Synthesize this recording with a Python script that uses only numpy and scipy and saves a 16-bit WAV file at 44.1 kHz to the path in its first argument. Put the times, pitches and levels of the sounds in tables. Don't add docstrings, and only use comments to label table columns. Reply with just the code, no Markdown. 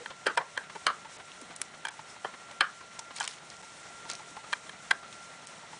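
import sys
import numpy as np
from scipy import signal
from scipy.fft import rfft, irfft, next_fast_len
from scipy.io import wavfile
from scipy.ndimage import uniform_filter1d, map_coordinates

SR = 44100
rng = np.random.default_rng(int(sys.argv[2]) if len(sys.argv) > 2 else 0)


def ratio_of_db(decibels):
    return 10 ** (np.asarray(decibels, float) / 20)


def wav_record(signal):
    frames = np.transpose(np.atleast_2d(signal))
    bounded = np.clip(frames, -1, 1)
    quanta = np.round(bounded * 32767).astype(np.int16)
    wavfile.write(sys.argv[1], SR, quanta)


N = 255338
T = np.arange(SR // 4) / SR
ONSET_S = 0.0008


def unit(x):
    return x / np.sqrt(np.mean(x ** 2) + 1e-20)


def peak(x):
    return x / np.abs(x).max()


def along(points, hz):
    f, v = np.transpose(points)
    return np.interp(np.log(hz + 1), np.log(f + 1), v)


def curve(points):
    s, v = np.transpose(points)
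    return np.interp(np.arange(N) / SR, s, v)


def wobble(rate_hz):
    knots = rng.standard_normal(int(N * rate_hz / SR) + 4)
    return map_coordinates(knots, [np.arange(N) * rate_hz / SR])


def filtered(x, response):
    m = next_fast_len(len(x) + 4096)
    return irfft(rfft(x, m) * response(np.fft.rfftfreq(m, 1 / SR)), m)[:len(x)]


def modes(peaks):
    def response(f):
        total = 0
        for k, (centre_hz, width_hz, db) in enumerate(peaks):
            damping = 1j * f * width_hz
            total = total + (-1) ** k * ratio_of_db(db) * damping / (centre_hz * centre_hz - f * f + damping)
        return (1j * f / (150 + 1j * f)) ** 2 * total
    return response


def add(track, s, sound, db):
    start = max(round(s * SR), 0)
    track[start:start + len(sound)] += ratio_of_db(db) * peak(sound)


def knocks():
    # (time [s], peak [dB], chatter [ms], edge crack [dB], room [dB])
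    face = [(0.374, -14.5, 6.2, -5, -13), (0.377, -22, 1.3, -8, -25), (1.851, -21, 5.9, -3.5, -29),
            (1.869, -27.5, 0.93, -16, -18), (1.884, -26, 4.7, 3.5, -12), (3.2, -25, 3.9, 6, -15),
            (3.207, -22.5, 6.4, -10, -17.5), (3.215, -27.5, 2.1, 0, -4.5)]
    screw = [(0.866, -8.5, 2.85, -2, -8.5), (0.869, -28, 12, -5, -2), (2.607, -11, 5.2, -6.5, -12.5),
             (2.611, -26, 5.3, -10, -9), (4.907, -21.5, 1.5, -7, -38), (4.91, -9.5, 3.1, -6.5, -22.5)]
    rim = [(0.259, -30, 5, -8, -25), (0.266, -15, 1.8, -8, -11), (0.271, -21, 11, -0.5, -11)]
    lid = [(2.246, -24, 6.5, -15, -21), (2.253, -29, 2, -23, -11)]
    corner = [(0.059, -25, 2.6, -18, -31), (0.567, -36, 1.8, -24, -32), (0.575, -18.5, 2, -8.5, -16),
              (4.528, -19.5, 1.2, -1, -23), (4.533, -17, 1.4, -19, -28), (4.693, -33, 4.3, -2, -25)]
    # (frequency [Hz], width [Hz])
    shell_modes = [(400, 336), (545, 155), (720, 134), (900, 128), (1200, 340), (1550, 160), (1780, 290),
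                   (2050, 147), (2350, 96), (3170, 153), (4150, 330), (5000, 350)]
    # (level [dB], ...)
    wakes_db = [
        [-29, -21, -22, -2, -13, -1, -14.5, -31, -6, -6.5, -19.5, -16],
        [-21.5, -26, -12.5, -7, -7, 1.5, -1.5, 0.5, -3, -2, -7, -9.5],
        [-16, -7, -11.5, -7.5, -12, 0, -6, -14, -7, -8.5, -17.5, -14.5],
        [-9, -2, -2.5, -1, -4.5, -4, -5, -7, -23, -9, -25, -35],
        [-37, -12.5, -30, -8, -12, -1, -2.5, -5, -8.5, -4, -12, -21],
    ]
    # (skid before blow [dB], jolt of whole case [dB])
    places = [
        (4.5, -64),
        (-2, -28.5),
        (4.5, -55),
        (2, -60),
        (-0.5, -60),
    ]
    shell_top_hz = 6050
    skid_s, jolt_s, front_s = 0.0017, 0.0009, 0.0014
    out, lead = np.zeros(N + SR), SR // 100
    t = T - lead / SR
    after = t >= 0
    for rows, wakes, (skid_db, jolt_db) in zip([face, screw, rim, lid, corner], wakes_db, places):
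        ring = modes([(*mode, db) for mode, db in zip(shell_modes, wakes)])
        shell = lambda f: ring(f) / (1 + 1j * f / shell_top_hz) ** 4
        skid = ratio_of_db(skid_db) * np.exp(np.minimum(t, 0) / skid_s) * (t < 0)
        jolt = ratio_of_db(jolt_db) * np.exp(-(t / jolt_s - 1) ** 2)
        for s, db, ms, edge_db, room_db in rows:
            bounce = after * np.exp(-(t / max(ms, 0.3) * 700) ** 2)
            chatter = rng.standard_normal(len(T)) * (skid + bounce)
            chatter[lead] = 11
            crack = rng.standard_normal(len(T)) * (0.1 * skid + after * ratio_of_db(-60 * t / 0.02))
            crack = filtered(crack, lambda f: 1 / (1 + (4600 / (f + 1)) ** 4))
            hit = peak(filtered(chatter, shell)) + ratio_of_db(edge_db) * peak(crack)
            blow = hit * np.exp(-abs(t) / front_s)
            blow = blow * np.linalg.norm(hit) / np.linalg.norm(blow)
            echo = signal.fftconvolve(blow, tail())[:len(T)]
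            add(out, s + ONSET_S - lead / SR, hit + jolt + ratio_of_db(room_db) * echo, db + 3.0)
    return out[:N]


def tail():
    # (frequency [Hz], t60 [s])
    room_t60 = [(300, 0.2), (1000, 0.19), (1500, 0.19), (3000, 0.2), (6000, 0.13), (10000, 0.18)]
    # (frequency [Hz], level [dB])
    room_colour = [(200, -2), (600, 1), (1400, 6.5), (2300, -8), (3200, -10), (6000, -11), (10000, -20.5)]
    hz, t, z = signal.stft(rng.standard_normal(len(T)), SR, nperseg=128)
    wall = 1 + 0.41 * np.exp(-((t - 0.038) / 0.011) ** 2)
    decay_db = along(room_colour, hz)[:, None] - 60 * t / along(room_t60, hz)[:, None]
    x = signal.istft(z * wall * ratio_of_db(decay_db), SR, nperseg=128)[1]
    x = x[:len(T)] * (1 - np.exp(-(T / 0.001) ** 2))
    return x / np.linalg.norm(x)


def taps():
    # (time [s], peak [dB])
    drumming = [(0.754, -27), (0.761, -40), (1.05, -30.5), (1.939, -35), (1.993, -24.5), (2.163, -33.5),
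                (2.989, -28), (3.181, -37), (3.631, -36.5), (4.054, -33), (4.196, -31.5), (4.368, -26),
                (4.465, -36.5), (5.632, -36), (5.731, -27.5)]
    # (time [s], peak [dB], panel [Hz])
    rubs = [(0.104, -26.5, 1030), (0.698, -27, 1060), (1.165, -36, 606), (1.199, -29, 736),
            (0.754, -26, 1110), (1.506, -30, 660), (1.74, -31.5, 1240), (2.34, -29.5, 1090),
            (2.51, -31, 575), (2.809, -30.5, 1050), (3.106, -29, 1060), (4.097, -26, 1347),
            (4.124, -31, 685), (4.44, -31, 1250), (4.847, -36, 1240), (5.03, -28.5, 1340),
            (5.279, -43, 540)]
    # (time [s], peak [dB], panel [Hz])
    thuds = [(0.002, -35.5, 477), (0.015, -33, 494), (0.373, -26.5, 550), (0.752, -33.5, 415),
             (0.867, -30.5, 562), (1.405, -41, 610), (1.419, -34.5, 236), (1.43, -43, 456),
             (2.246, -31, 790), (2.247, -37, 453), (1.493, -40, 283), (2.611, -29, 553),
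             (4.314, -42.5, 186)]
    # (frequency [Hz], level [dB])
    scuff_colour = [(300, -11.5), (900, -7), (1500, -6.5), (2300, -11.5), (4000, -17.5), (9000, -34)]
    contacts = [(*row, 899, 3.44, 1.5) for row in drumming]
    contacts += [(*row, 5.5, 11.5) for row in rubs]
    contacts += [(*row, 4.7, -11) for row in thuds]
    out = np.zeros(N + SR)
    for s, db, hz, ms, scuff_db in contacts:
        u = T[:4000] / (max(ms, 0.5) / 1000)
        press = rng.standard_normal((2, 4000)) * u * np.exp(-u)
        hum = filtered(filtered(press[0], modes([(hz, 55, 0)])), modes([(hz, 250, 0)]))
        scuff = filtered(press[1], lambda f: ratio_of_db(along(scuff_colour, f)))
        add(out, s - 0.003, peak(hum) + ratio_of_db(scuff_db) * peak(scuff), db - 6.5)
    return out[:N]


def ticks():
    # (time [s], peak [dB], centre [Hz], t60 [s])
    pivot = [(1.3173, -37.5, 3260, .012), (1.4142, -31.5, 9000, 0.022), (1.5618, -25.5, 9400, 0.023),
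             (1.6155, -12, 10200, 0.014), (1.6158, -24.5, 1930, 0.011), (2.512, -39, 3770, 0.016),
             (2.9913, -27, 6350, 0.029), (3.501, -34.5, 5860, 0.014), (3.5668, -39.5, 6000, .008),
             (4.524, -35, 3170, .009), (5.0794, -42, 3150, .012), (5.1265, -37, 2870, .024),
             (5.4705, -31.5, 7200, 0.008)]
    # (time [s], peak [dB], centre [Hz])
    folds = [(3.162, -26, 9100), (3.1714, -40, 3600), (3.1834, -36, 4140), (3.2011, -23.5, 7100),
             (3.2084, -42, 2590), (3.2283, -28, 3850), (3.2408, -27, 2540), (3.2497, -29, 3810),
             (3.2624, -39, 4800), (3.276, -20.5, 7600), (3.2765, -22.5, 2500), (3.3099, -41, 4940),
             (3.3364, -42, 2850), (3.3837, -41, 3160), (4.0924, -34, 4410), (4.0992, -23, 5060),
             (4.1134, -27, 4430), (4.1335, -32, 5425), (4.1516, -30.5, 4400)]
    fold_t60_s, fold_body_db, pivot_body_db = 0.016, -22, -10
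    snaps = [(*row, pivot_body_db) for row in pivot]
    snaps += [(*row, fold_t60_s, fold_body_db) for row in folds]
    out = np.zeros(N + SR)
    for s, db, hz, t60_s, body_db in snaps:
        fizz = rng.standard_normal(2000) * ratio_of_db(-60 * T[:2000] / max(t60_s, 0.002))
        fizz[0] = 5.5
        colour = modes([(2300, 1500, body_db), (hz, 0.57 * hz, 0)])
        add(out, s + ONSET_S, filtered(fizz, colour), db + 4.0)
    return out[:N]


def bag():
    # (time [s], hold [s], level [dB])
    crinkle = [(3.161, 0.016, -42.5), (3.21, 0.032, -42), (3.287, 0.049, -46.5), (4.09, 0.038, -45)]
    rise_db_per_s, fall_db_per_s = 1108, 394
    count, length = 20000, 64
    when = rng.integers(0, N - length, count)
    hz = np.clip(4800 * np.exp(0.6 * rng.standard_normal(count)), 900, 10500)[:, None]
    loud = ratio_of_db(3.1 * rng.exponential(size=count))[:, None]
    grain_t = T[:length]
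    grain = loud * np.sin(2 * np.pi * hz * grain_t) * np.exp(-hz * grain_t / 4.9)
    film = np.bincount((when[:, None] + np.arange(length)).ravel(), grain.ravel(), N)
    rustle = filtered(rng.standard_normal(N), modes([(4500, 18000, 0)]))
    t = np.arange(N) / SR
    press = np.zeros(N)
    for s, hold_s, db in crinkle:
        rise_db = rise_db_per_s * np.maximum(s - t, 0)
        fall_db = fall_db_per_s * np.maximum(t - s - hold_s, 0)
        press += ratio_of_db(db - rise_db - fall_db)
    flicker = ratio_of_db(1.3 * wobble(120))
    crackle = filtered(unit(film) + 0.55 * unit(rustle), lambda f: f ** 2 / (f ** 2 + 700 ** 2))
    return press * flicker * unit(crackle)


def fan():
    # (frequency [Hz], density [dB per Hz])
    air_colour = [(24, -62), (40, -26.5), (156, -7.5), (215, -10.5), (272, -14.5), (522, -12.5), (662, -9),
                  (1150, -13), (1350, -9), (1740, -15), (1960, -9.5), (2340, -15.5), (4500, -20),
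                  (5850, -77), (9900, -120)]
    # (frequency [Hz], density [dB per Hz])
    hiss_colour = [(2060, -2), (3500, -2.5), (3940, -1.5), (4400, -6), (5600, 2), (6060, 0.5), (7960, -0.5),
                   (9530, -5), (10000, -4.5), (13000, -53), (22000, -120)]
    # (time [s], level [dB])
    whine_level = [(0, -58.5), (1.3, -60.5), (2.2, -62), (2.55, -57), (3.05, -56), (3.35, -61.5),
                   (3.7, -60.5), (3.95, -56.5), (4.35, -57.5), (4.75, -62), (5.2, -54.5), (5.79, -65.5)]
    # (time [s], level [dB])
    creep = [(0, 0.5), (.85, 0.03), (1.47, 1), (1.8, 0.4), (3.3, 0.5), (4.05, 1.5), (4.8, 0.75), (5.15, 1),
             (5.79, 0.9)]
    gain_db = curve(creep)
    whine_db = curve(whine_level) + 4.5 + 1.5 * wobble(22)
    whine_hz = 1375 + 3.5 * wobble(14)
    whine = ratio_of_db(whine_db) * np.sin(2 * np.pi * np.cumsum(whine_hz) / SR)
    air_db = -52.5 + gain_db + 1.0 * wobble(30)
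    hiss_db = -57 + 2.8 * gain_db + 1.6 * wobble(22.36)
    air = ratio_of_db(air_db) * rush(air_colour, patchy_db=1.1)
    hiss = ratio_of_db(hiss_db) * rush(hiss_colour, patchy_db=0.8)
    return air + hiss + whine


def rush(spectrum, patchy_db):
    z = signal.stft(rng.standard_normal(N), nperseg=256)[2]
    field = uniform_filter1d(rng.standard_normal(z.shape), size=14, axis=0)
    field = uniform_filter1d(field, size=4, axis=1)
    x = signal.istft(z * ratio_of_db(patchy_db * unit(field)), nperseg=256)[1][:N]
    return unit(filtered(x, lambda hz: ratio_of_db(along(spectrum, hz))))


def scene():
    return (knocks() + taps() + ticks() + bag() + fan())[None]


def low_pass(x):
    return signal.sosfilt(signal.butter(12, 10820, fs=SR, output="sos"), x)


def record(dry):
    # (time [s], length [s], lowest lost [Hz], loss [dB])
    dropouts = [(.363, .006, 1200, -18), (.568, .006, 4000, -22), (1.178, .008, 5200, -25),
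                (1.55, .006, 5200, -20), (1.9, .012, 5600, -22), (2.597, .012, 4000, -9),
                (3.194, .008, 2500, -9), (3.271, .005, 6000, -18), (3.622, .006, 500, -12),
                (4.127, .008, 6500, -14), (4.143, .008, 7000, -12), (5.46, .008, 5600, -22)]
    top_hz = 10034
    hz, t, z = signal.stft(dry[0], SR, nperseg=128)
    for s, length_s, low_hz, loss_db in dropouts:
        z[np.ix_(hz > low_hz, abs(t - s) < length_s / 2)] *= ratio_of_db(loss_db)
    x = signal.istft(z, SR, nperseg=128)[1][:N]
    x = filtered(x, lambda f: f / (f + 45) / (1 + (f / top_hz) ** 160) + ratio_of_db(-67.0))
    mix = (x + ratio_of_db(-96) * rng.standard_normal(N))[None]
    return low_pass(mix)


dry = scene()
out = record(dry)
wav_record(out)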